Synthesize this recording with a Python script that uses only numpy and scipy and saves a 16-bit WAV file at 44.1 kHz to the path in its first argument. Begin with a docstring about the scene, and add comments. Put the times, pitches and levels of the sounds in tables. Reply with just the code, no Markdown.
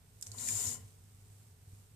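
"""One short, bright hiss among light ticks and a faint rustle, over a low wavering room drone and steady air.
A snake under a hide in an enclosure shifts: its scales slide over bark chips, which tick and knock.
Its hiss is a jet of air with a resonance near 7 kHz, coloured by the hollow of the hide and the walls.
A close stereo microphone picks it all up."""
import sys
import numpy as np
from scipy import signal
from scipy.fft import rfft, irfft
from scipy.io import wavfile

SR = 44100
rng = np.random.default_rng(int(sys.argv[2]) if len(sys.argv) > 2 else 0)


def output_pcm(signal):
    """Save a mono or channel-first signal as 16-bit PCM at the path in sys.argv[1].

    Samples are clipped to [-1, 1] before scaling.
    """
    pcm = np.clip(np.atleast_2d(signal).T, -1, 1) * 32767
    wavfile.write(sys.argv[1], SR, np.round(pcm).astype(np.int16))


N = 85995


def undb(db):
    """Decibels to gain."""
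    return 10 ** (np.asarray(db) / 20)


def unit(x):
    """Scale to rms 1."""
    return x / np.sqrt(np.mean(x ** 2))


def curve(rows):
    """Per-sample control, linear between (time [s], value) rows."""
    return np.interp(np.arange(N) / SR, *np.array(rows).T)


def bins_hz():
    """FFT bin frequencies, floored at 1 Hz."""
    return np.maximum(np.fft.rfftfreq(N, 1 / SR), 1)


def colour(rows):
    """Gain per bin for each dB column, interpolated over log frequency."""
    hz, *columns = np.array(rows).T
    return undb([np.interp(np.log(bins_hz()), np.log(hz), db) for db in columns])


def resonance(hz, width_hz):
    """Gain per bin of a steep resonance."""
    detuning = (bins_hz() ** 2 - hz ** 2) / (bins_hz() * width_hz)
    return 1 / (1 + detuning ** 2)


def noise(gain, shared):
    """Coloured stereo noise, rms 1; shared is the power fraction common to both sides."""
    white = rng.standard_normal((3, N))
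    stereo = np.sqrt(shared) * white[2] + np.sqrt(1 - shared) * white[:2]
    return unit(irfft(rfft(stereo) * gain, N))


def waver(rate_hz):
    """Smooth random control, rms 1."""
    lowpassed = rfft(rng.standard_normal(N)) / (1 + (bins_hz() / rate_hz) ** 2)
    return unit(irfft(lowpassed, N))


def room():
    """A low drone wavers in pitch and level over rumble and a steady hiss of air."""
    # drone envelope (time [s], level [dB])
    drone_level = [(0, -73.5), (.14, -65), (.17, -58), (.245, -69.5), (.29, -53.5), (.41, -54), (.45, -61),
                   (.56, -44.5), (.61, -64.5), (.68, -47.5), (.72, -61), (.81, -58), (.85, -50),
                   (.95, -66.5), (1.05, -56), (1.19, -61), (1.3, -56.5), (1.44, -61), (1.58, -65.5),
                   (1.72, -52.5), (1.81, -59), (1.87, -65.5), (1.95, -57)]
    # rumble spectrum (frequency [Hz], relative level [dB])
    rumble_spectrum = [(20, -36), (31, -19), (46, 7.5), (60, -7), (80, 1), (120, -1.5), (160, 0),
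                       (195, -12.5), (240, -8.5), (320, -24.5), (430, -11), (550, -28), (750, -20),
                       (1500, -50), (4000, -48)]
    # background hiss spectrum (frequency [Hz], relative left [dB], relative right [dB])
    air_spectrum = [(100, -3, -4), (990, 5.5, 3.5), (5700, -3.5, 1.5), (7600, -3, -3.5), (8070, -27, 9),
                    (8730, -13, 11.5), (8800, -10, 0.5), (11300, -1.5, -1), (14400, 0, 3.5)]
    drone_hz, wander_hz, waver_db = 99.4, 5.76, 2.9
    rumble_db, air_db = -65.5, -68.5
    left_lag_s, left_db = .0001, -0.5
    phase = 2 * np.pi * np.cumsum(drone_hz + wander_hz * waver(rate_hz=17.3)) / SR
    drone = unit(np.sin(phase)) * undb(curve(drone_level) + waver_db * waver(rate_hz=48))
    left, right = drone + undb(rumble_db) * noise(colour(rumble_spectrum), shared=0.85)
    t = np.arange(N) / SR
    left = undb(left_db) * np.interp(t - left_lag_s, t, left)
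    air = undb(air_db) * noise(colour(air_spectrum), shared=0.1)
    return np.array([left, right]) + air


def rustle():
    """Scales slide over the bark in fine grains."""
    # rustle envelope (time [s], level [dB])
    rustle_level = [(0, -74.5), (.19, -68), (.27, -61), (.33, -62), (.8, -61), (.88, -64), (.97, -69),
                    (1.25, -69), (1.32, -66.5), (1.36, -67.5), (1.42, -67), (1.51, -68.5), (1.55, -74),
                    (1.74, -65.5), (1.95, -73)]
    # rustle spectrum (frequency [Hz], relative left [dB], relative right [dB])
    rustle_spectrum = [(298, -2.5, -2), (1560, -15.5, -14.5), (3630, -11, -18), (5660, -9.5, -11),
                       (7760, -7, -1.5), (9800, -11, -6), (14700, -14, -15.5)]
    friction = noise(colour(rustle_spectrum), shared=0)
    grain_db = 2 * waver(rate_hz=410)
    return friction * undb(curve(rustle_level) + grain_db)


def decay(start_s, t60_s):
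    """Envelope: silent until start_s, then falling from 1 by 60 dB per t60_s."""
    age_s = np.arange(N) / SR - start_s
    return np.exp(-np.log(1000) * np.maximum(age_s, 0) / t60_s) * (age_s >= 0)


def chip(start_s, db, hz, t60_s, width_ratio):
    """A chip snaps and dies away fast; the walls add a short tail."""
    body = resonance(hz, width_ratio * hz)
    snap = noise(body, shared=0.1) * decay(start_s, t60_s)
    tail = undb(-16) * noise(body, shared=0) * decay(start_s, t60_s=0.19)
    return undb(db) * (snap + tail)


def bark():
    """Chips tick, and knock more dully against each other, as the snake shifts on them."""
    # chip ticks (time [s], level [dB], pitch [Hz], t60 [s], left minus right [dB])
    tick_events = [(0.2126, -43, 8600, .006, -12), (0.215, -55, 9500, .012, -6),
                   (0.2251, -33, 7520, 0.023, -3), (.265, -44.5, 8000, 0.0087, -11),
                   (0.2692, -42, 6700, 0.0052, 14), (0.2744, -47, 8150, 0.028, -7),
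                   (0.3168, -39.5, 7070, 0.018, -5), (0.4868, -27.5, 7000, 0.02, 0),
                   (.6712, -28, 6200, 0.0021, 10)]
    # chip knocks (time [s], level [dB], pitch [Hz], t60 [s])
    knock_events = [(0.2255, -56, 1500, 0.0055), (0.228, -47, 5270, 0.027), (0.2274, -50.5, 3600, 0.016),
                    (.318, -47.5, 4360, 0.021), (0.346, -47, 1020, 0.0059), (.384, -40, 4160, 0.023),
                    (.474, -51.5, 2020, .05), (0.485, -43.5, 1780, .05), (0.487, -46, 2350, 0.053),
                    (0.4845, -47, 3480, 0.056)]
    chips = np.zeros((2, N))
    for start_s, db, hz, t60_s, pan_db in tick_events:
        side_gain = undb([[pan_db / 2], [-pan_db / 2]])
        chips += side_gain * chip(start_s, db, hz, t60_s, width_ratio=0.42)
    for start_s, db, hz, t60_s in knock_events:
        chips += chip(start_s, db, hz, t60_s, width_ratio=0.13)
    return chips


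def jet():
    """The snake hisses: a fluttering jet of air."""
    # force of the hiss (time [s], relative level [dB])
    effort_level = [(.26, -63), (.33, -22), (.372, -13.5), (.403, -5), (.452, -4.5), (.485, 0), (.54, -1),
                    (.595, 1.5), (.665, 0), (.745, -6.5), (.795, -29.5), (.86, -41), (.95, -70)]
    # jet spectrum (frequency [Hz], relative left [dB], relative right [dB])
    jet_spectrum = [(304, -44, -36), (1470, -35, -27.5), (2390, -30, -26.5), (2920, -27.5, -24.5),
                    (3200, -29, -29), (3510, -22.5, -24), (4400, -17.5, -24), (4680, -21, -20),
                    (5100, -10.5, -39), (5850, -14.5, -14.5), (6680, -4, -21), (7240, 1, -25),
                    (7640, -5.5, -6), (7900, -18, -8.5), (8600, -8.5, -8.5), (9400, -11.5, -14.5),
                    (10600, -21, -21), (12900, -17, -25), (14500, -24, -31.5)]
    jet_db = -36.5
    turbulence = noise(colour(jet_spectrum), shared=0.055)
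    flutter_db = 0.7 * waver(rate_hz=110)
    return turbulence * undb(jet_db + curve(effort_level) + flutter_db)


def walls(x):
    """Quick echoes between the enclosure walls, different on each side, ripple the spectrum."""
    echoes = rng.standard_normal((2, N)) * decay(start_s=0, t60_s=0.11)
    echoes /= np.sqrt(np.sum(echoes ** 2, axis=1, keepdims=True))
    return x + undb(-4) * signal.fftconvolve(x, echoes, axes=1)[:, :N]


def hollow():
    """The hollow under the hide rings during the hiss: its throaty part."""
    # cavity resonances (frequency [Hz], width [Hz], relative left [dB], relative right [dB])
    hollow_modes = [(147, 78, 3, 11), (241.2, 31.5, 8.5, 10), (446.4, 78, 3.5, 4.5), (557, 39, -7.5, 0.5),
                    (712, 55, 3.5, 1.5), (856, 210, -25, -7.5), (1034.5, 72, 6.5, -2),
                    (1393, 78, -10.5, -0.5), (1793, 155, -20, -3.5), (1970, 140, -1.5, -10),
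                    (2213, 88, -1, -4), (2990, 116, -7, 2)]
    # ring envelope (time [s], level [dB])
    hollow_level = [(.15, -100), (.27, -69.5), (.32, -67), (.35, -62), (.4, -55.5), (.44, -56), (.5, -55.5),
                    (.57, -54.5), (.675, -53.5), (.75, -55.5), (.8, -63.5), (.9, -81), (1.05, -94)]
    response = sum(undb([[left_db], [right_db]]) * resonance(hz, width_hz)
                   for hz, width_hz, left_db, right_db in hollow_modes)
    return noise(response, shared=0.33) * undb(curve(hollow_level))


def scene():
    """Room, stirring bark and the snake's hiss, in stereo."""
    return room() + rustle() + bark() + walls(jet()) + hollow()


def record(dry):
    """The recorder cuts the top steeply."""
    cutoff_hz = 14550
    lowpass = signal.ellip(12, .2, 70, cutoff_hz, fs=SR, output="sos")
    return signal.sosfilt(lowpass, dry)


dry = scene()
out = record(dry)
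output_pcm(out)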